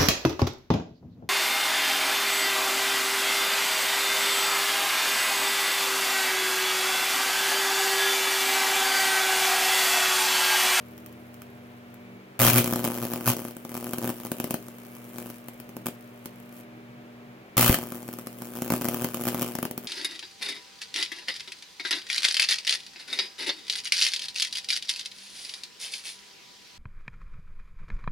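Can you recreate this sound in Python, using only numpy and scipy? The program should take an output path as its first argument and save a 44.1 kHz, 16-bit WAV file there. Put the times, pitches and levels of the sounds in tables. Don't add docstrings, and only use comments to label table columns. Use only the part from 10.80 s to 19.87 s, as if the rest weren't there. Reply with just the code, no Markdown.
import sys
import numpy as np
from scipy import signal
from scipy.fft import rfft, irfft
from scipy.io import wavfile

SR = 44100
rng = np.random.default_rng(int(sys.argv[2]) if len(sys.argv) > 2 else 0)


def transcribe(u):
    v = np.clip(np.atleast_2d(u).T, -1, 1)
    q = np.round(v * 32767).astype(np.int16)
    wavfile.write(sys.argv[1], SR, q)


N = 399987
TIME = np.arange(N) / SR
HALF_CYCLE_HZ = 120

# frequency in Hz, relative level in dB.
FAN_RUSH = [(25, -23.5), (55, -5.5), (80, -21.5), (130, 8.5), (170, -10.5), (350, -0.5), (600, -2.5),
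            (900, -6.5), (1950, -10), (2350, -10.5), (4500, -23), (9000, -31.5), (15500, -27.5)]
# frequency in Hz, mean level in dB.
FAN_TONES = [(191.7, -56), (318.5, -57), (396, -58.5), (2272, -66)]
# frequency in Hz, left-right likeness 0-1.
STEREO_LIKENESS = [(100, 1), (400, 0.89), (1000, 0.31), (2500, 0.21), (10000, 0.24)]
# time in seconds, pitch in Hz, level in dB.
DRONE = [(0, 81.5, -58), (1.35, 100.4, -62), (1.5, 98, -94.5)]
# multiple of the half-cycle rate, relative level in dB.
HUM_HARMONICS = [(1, -52), (2, -45.5), (3, -71), (4, -61), (5, -56.5), (6, -62)]
# arc strength in dB, change of the hum in dB.
HUM_SAG = [(-50, 0), (-35, -5)]
# frequency in Hz, gain in dB.
ROOM_COLOUR = [(60, -9.5), (125, -11.5), (240, -6), (500, 0), (1200, -6.5), (3000, 0), (8000, -4),
               (15000, -6.5)]
# frequency in Hz, seconds to fall by 60 dB.
ROOM_T60 = [(150, 0.3), (1000, 0.13), (5000, 0.22), (15000, 0.12)]
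# time in seconds, strength in dB.
SIMMER = [(0, -63), (1.38, -75)]
FIRST_RUN = [(1.595, -34), (2.05, -37), (2.35, -43), (2.681, -43), (2.74, -60), (2.97, -45), (3.65, -50),
             (3.85, -56.5), (4.5, -54), (4.65, -61.5), (5.85, -65.5)]
SECOND_RUN = [(6.768, -31), (7.0, -42), (7.25, -51.5), (7.55, -57.5), (7.78, -46), (8.14, -39),
              (8.32, -44.5), (8.62, -39.5), (8.94, -66), (9.07, -50)]
# start in seconds, hold in seconds, thump strength in dB, sizzle strength in dB.
FLARES = [(1.61, 0.091, -23.5, -18.5), (1.735, 0.067, -23.5, -22.5), (2.213, 0.037, -30, -34.5),
          (2.477, .03, -26, -21), (3.233, 0.075, -30, -37), (4.348, .16, -45.5, -49),
          (5.725, 0.084, -57, -53.5), (6.774, 0.087, -27.5, -22), (6.874, 0.069, -33, -25),
          (7.591, 0.1, -42, -47), (8.214, 0.019, -32, -34.5), (8.467, 0.088, -32.5, -37.5)]
# strength in dB, thump above sizzle in dB.
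KNOCK = [(-67.5, -4.5), (-39.5, 6.5), (-33.5, 4)]
# time in seconds, position in the half cycle as a share of it.
QUENCH_PHASE = [(0, .32), (1.6, .33), (5.5, .26), (6.6, .26), (6.77, .6), (7, .67), (9.07, .54)]
# start and end in seconds, swing each way in dB.
LOPSIDED = (6.77, 6.95, 4.5)
# arc strength in dB, share of the full rate.
SPIT_RATE = [(-80, 0), (-60, 1)]
# snap-out time in seconds, thump strength in dB, sizzle strength in dB.
SPARKS = [(0.1803, -53.8, -47), (0.2633, -56.5, -45), (0.6208, -46, -44), (1.5951, -35, -27),
          (1.7858, -18, -15.5), (1.937, -24, -26), (2.045, -23.7, -26.5), (2.337, -26, -30),
          (2.4782, -22, -22.5), (2.7686, -33.5, -40), (2.852, -31.5, -41.5), (2.953, -32.5, -35),
          (3.1361, -28, -30.5), (3.1855, -26, -31.5), (3.4521, -30.5, -38), (3.519, -23.5, -30),
          (3.6024, -24.5, -30), (3.6443, -24, -30.5), (3.71, -24.5, -29), (3.7438, -22.5, -28),
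          (3.8855, -38, -42.3), (4.3855, -32, -37.5), (4.6859, -38.5, -39.5), (4.8022, -39, -40.1),
          (4.8934, -39, -44), (4.9686, -29.9, -39), (5.0606, -32, -33.5), (5.069, -29, -29),
          (5.0858, -30.5, -36.5), (5.46, -34.5, -37.5), (6.772, -29, -21.5), (6.7813, -19, -13),
          (7.123, -29.5, -36.4), (7.2894, -30, -40.5), (7.3388, -37, -39), (7.3885, -33, -37.5),
          (7.472, -32.5, -35), (7.622, -31.5, -37.0), (7.8222, -23, -31), (7.9052, -21, -28.5),
          (7.923, -18.7, -28.5), (7.9393, -19.5, -27.5), (8.055, -22.5, -30), (8.088, -24, -27),
          (8.2471, -23, -28.5), (8.3464, -28.5, -30), (8.4549, -27.9, -32), (8.488, -30, -26.5),
          (8.622, -24, -27.5), (8.7546, -26.9, -29.5), (8.7885, -26, -34), (8.8301, -24, -29.5),
          (8.8543, -27.5, -30.5), (8.913, -30.7, -34), (8.9795, -29.5, -31)]
# start in seconds, peak in dB before filtering, time scale in seconds.
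STEAM_BURST = (6.8964, -2, .0014)
# frequency in Hz, gain in dB.
THUMP_COLOUR = [(45, -29.5), (78, -18.5), (115, -12.5), (155, -6.5), (230, -0.5), (310, -2.5), (1500, -1.5),
                (6000, -20)]
# frequency in Hz, gain in dB.
SIZZLE_COLOUR = [(70, -6.5), (250, 4.5), (600, 3), (1300, 8), (2000, 1), (2800, 3), (3900, -4.5),
                 (5500, -1), (8500, -1), (11000, 5), (15500, 7)]


def from_db(db):
    return 10 ** (np.asarray(db) / 20)


def unit_rms(x):
    return x / np.sqrt(np.mean(x ** 2) + 1e-20)


def at_time(rows, s):
    times, *columns = np.transpose(rows)
    return [np.interp(s, times, c) for c in columns]


def at_hz(points, hz):
    known_hz, value = np.transpose(points)
    return np.interp(np.log(np.maximum(hz, 1)), np.log(known_hz), value)


def butter(x, edge_hz, kind):
    return signal.sosfilt(signal.butter(2, edge_hz, kind, fs=SR, output="sos"), x + 1e-18)


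def colour(x, spectrum, size=2048):
    gain = from_db(at_hz(spectrum, np.fft.rfftfreq(size, 1 / SR)))
    cepstrum = irfft(np.log(gain))
    cepstrum[1:size // 2] *= 2
    cepstrum[size // 2 + 1:] = 0
    impulse = irfft(np.exp(rfft(cepstrum)))
    return signal.oaconvolve(x, impulse[None], axes=1)[:, :x.shape[1]]


def drift(per_s):
    knots = rng.standard_normal(512)
    return np.interp(TIME * per_s, np.arange(len(knots)), knots)


def place(shapes, at):
    inside = (at >= 0) & (at < N)
    return np.bincount(at[inside], shapes[inside], N)


def stereo(mid, side, likeness):
    return np.sqrt(1 + likeness) * mid + np.sqrt(1 - likeness) * side * [[1], [-1]]


def fizz(grain_db, likeness):
    grains = unit_rms(from_db(grain_db * np.minimum(rng.exponential(1, N), 4)))
    mid, side = rng.standard_normal((2, N))
    return grains * stereo(mid, butter(side, 2200, "high"), likeness)


def fan(rush_db=-51, waver_db=4.0):
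    mid, side = rfft(rng.standard_normal((2, N)))
    hz = np.fft.rfftfreq(N, 1 / SR)
    rush = irfft(from_db(at_hz(FAN_RUSH, hz)) * stereo(mid, side, at_hz(STEREO_LIKENESS, hz)), N)
    tones = sum(from_db(db + waver_db * drift(7.4)) * np.sin(2 * np.pi * tone_hz * TIME + drift(2) / 2)
                for tone_hz, db in FAN_TONES)
    return from_db(rush_db) * unit_rms(rush) + tones


def drone():
    hz, db = at_time(DRONE, TIME)
    return from_db(db) * np.sin(2 * np.pi * np.cumsum(hz) / SR)


def mains_turns():
    return HALF_CYCLE_HZ * TIME - at_time(QUENCH_PHASE, TIME)[0]


def hum_gain_db(idle_db=-1.5, dip_db=9, lead_s=0.23, fade_s=.06):
    dips = 0
    for start in (FIRST_RUN[0][0], SECOND_RUN[0][0]):
        dip_in = np.clip((TIME - start + lead_s) / fade_s, 0, 1)
        dip_out = np.clip((start + fade_s - TIME) / fade_s, 0, 1)
        dips += dip_in * dip_out
    _, sizzle_db = arc_levels(TIME)
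    return idle_db - dip_db * dips + np.interp(sizzle_db, *np.transpose(HUM_SAG))


def transformer():
    turns = mains_turns()
    hum = sum(from_db(db + drift(24) / 2) * np.sin(2 * np.pi * k * turns) for k, db in HUM_HARMONICS)
    return hum * from_db(hum_gain_db())


def workshop(x, build_s=0.00083, wet_db=-2.0, size=22050):
    age = np.arange(size) / SR
    edges_hz = np.geomspace(50, 19000, 10)
    onset = 1 - np.exp(-age / build_s)
    tail = 0
    for low, high in zip(edges_hz, edges_hz[1:]):
        hz = np.sqrt(low * high)
        mid, side = butter(rng.standard_normal((2, size)), [low, high], "band")
        decay = from_db(-60 * age / at_hz(ROOM_T60, hz))
        band = stereo(mid, side, at_hz(STEREO_LIKENESS, hz)) * onset * decay
        tail += unit_rms(band) * np.sqrt(2 * (high - low) / SR / size)
    return from_db(wet_db) * signal.oaconvolve(x, colour(tail, ROOM_COLOUR), axes=1)[:, :N]


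def arc_levels(s, rise_db_per_s=745, fall_db_per_s=645, off_db=-90):
    runs = (SIMMER, FIRST_RUN, SECOND_RUN)
    run_db = np.max([np.interp(s, *np.transpose(run), left=off_db, right=off_db) for run in runs], axis=0)
    knock_db = np.interp(run_db, *np.transpose(KNOCK))
    levels = np.array([run_db + knock_db, run_db])
    for start, hold, thump_db, sizzle_db in FLARES:
        before_s, after_s = np.maximum(start - s, 0), np.maximum(s - start - hold, 0)
        below_db = rise_db_per_s * before_s + fall_db_per_s * after_s
        levels = np.maximum(levels, [thump_db - below_db, sizzle_db - below_db])
    return np.where(run_db > off_db, levels, off_db)


def flaring(sizzle_db, halfway_db=-28):
    return 1 / (1 + np.exp((halfway_db - sizzle_db) / 2))


def frying(gain_db=-2, limit_db=-50, edge_hz=9500):
    hiss = unit_rms(butter(fizz(grain_db=14.0, likeness=0.3), edge_hz, "high"))
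    _, sizzle_db = arc_levels(TIME)
    return from_db(np.minimum(sizzle_db, limit_db) + gain_db) * hiss


def flame_growl(gain_db=2.0, head_start_db=5):
    thump_db, sizzle_db = arc_levels(TIME)
    size = from_db(thump_db + gain_db) * flaring(sizzle_db + head_start_db)
    return size * np.sin(2 * np.pi * mains_turns())


def steam_burst(edge_hz=4500, suction=0.29):
    start, peak_db, scale_s = STEAM_BURST
    age = np.maximum(TIME - start, 0) / scale_s
    front = (TIME > start) * np.exp(-age ** 2)
    pull = suction * age * np.exp(-(age / np.pi) ** 2)
    return from_db(peak_db) * butter(front - pull, edge_hz, "low")


def strikes(scatter_db=3.6, tilt_db=1.4, polarity_db=2.4, jitter_s=.0004, flare_jitter_s=.0003,
            spit_share=.085, spit_lift_db=8, small_spark_db=-56):
    turn = np.arange(int(N / SR * HALF_CYCLE_HZ))
    s = (turn + at_time(QUENCH_PHASE, turn / HALF_CYCLE_HZ)[0]) / HALF_CYCLE_HZ
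    thump_db, sizzle_db = arc_levels(s)
    scatter, tilt, late = np.clip(rng.standard_normal((len(s), 3)), -2, 2).T
    flare = flaring(sizzle_db)
    bias_db = polarity_db * np.interp(s, TIME, np.tanh(2 * drift(5)))
    start, end, lopsided_db = LOPSIDED
    bias_db[(s > start) & (s < end)] = -lopsided_db
    lift_db = scatter_db * scatter * (1 - flare / 2) + (-1) ** turn * bias_db
    out_s = s + late * (jitter_s + flare * flare_jitter_s)
    spit_chance = spit_share * (1 - flare) * np.interp(sizzle_db, *np.transpose(SPIT_RATE))
    spit_db = np.maximum(spit_lift_db, small_spark_db - sizzle_db + scatter_db * scatter)
    lift_db = np.where(rng.random(len(s)) < spit_chance, spit_db, lift_db)
    rows = np.c_[out_s, thump_db + lift_db + tilt_db * tilt, sizzle_db + lift_db - tilt_db * tilt]
    to_spark_s = np.abs(s[:, None] - np.array(SPARKS)[:, 0]).min(axis=1)
    return np.vstack([rows[to_spark_s > .5 / HALF_CYCLE_HZ], SPARKS])


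def arc(base_burn_s=.0017, extra_burn_s=.0006, doubling_db=17, collapse_s=.0003, size=640,
        thump_gain_db=13.5, flare_push_db=1, sizzle_gain_db=1, roar_db=-5, roar_hz=(600, 3000)):
    out_s, thump_db, sizzle_db = strikes().T[:, :, None]
    flare = flaring(sizzle_db)
    at = np.round(out_s * SR).astype(int) + np.arange(size) - size // 2
    since_out = at / SR - out_s
    stretch = 2 ** ((sizzle_db + 30) / doubling_db) * from_db(2 * rng.standard_normal(out_s.shape))
    burn_s = np.clip((base_burn_s + extra_burn_s * stretch) * (1 + flare / 2), .0003, .0065)
    heat = np.clip(1 + since_out / burn_s, 0, 1) * (since_out < 0)
    collapse = np.clip(-since_out / collapse_s, 0, 1)
    push = from_db(thump_db + thump_gain_db + flare_push_db * flare) * -collapse * heat ** 1.2
    thump = colour(place(push, at)[None], THUMP_COLOUR, size=8192)
    boiling = from_db(sizzle_db + sizzle_gain_db) * np.abs(np.sin(np.pi * heat ** 2)) ** 0.087
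    sizzle = colour(place(boiling, at) * fizz(grain_db=3.5, likeness=0.18), SIZZLE_COLOUR)
    flame = place(flare * from_db(sizzle_db + roar_db) * np.sqrt(heat), at)
    roar = flame * unit_rms(butter(fizz(grain_db=1.0, likeness=0.88), roar_hz, "band"))
    return thump + sizzle + roar


def from_left(x, lead_s, louder_db):
    left, right = np.broadcast_to(x, (2, N))
    late_right = np.pad(right, (int(lead_s * SR), 0))[:N]
    return np.array([left * from_db(louder_db / 2), late_right * from_db(-louder_db / 2)])


def scene():
    board = arc() + steam_burst()
    near = board + workshop(board) + flame_growl() + frying()
    far = transformer() + fan() + drone()
    return from_left(near, lead_s=.00003, louder_db=1.6) + from_left(far, lead_s=.0003, louder_db=.4)


def record(dry, ceiling=0.55, cutoff_hz=16050):
    rounded = ceiling * np.tanh(dry / ceiling)
    return signal.sosfilt(signal.ellip(12, .1, 70, cutoff_hz, fs=SR, output="sos"), rounded)


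dry = scene()
out = record(dry)
transcribe(out)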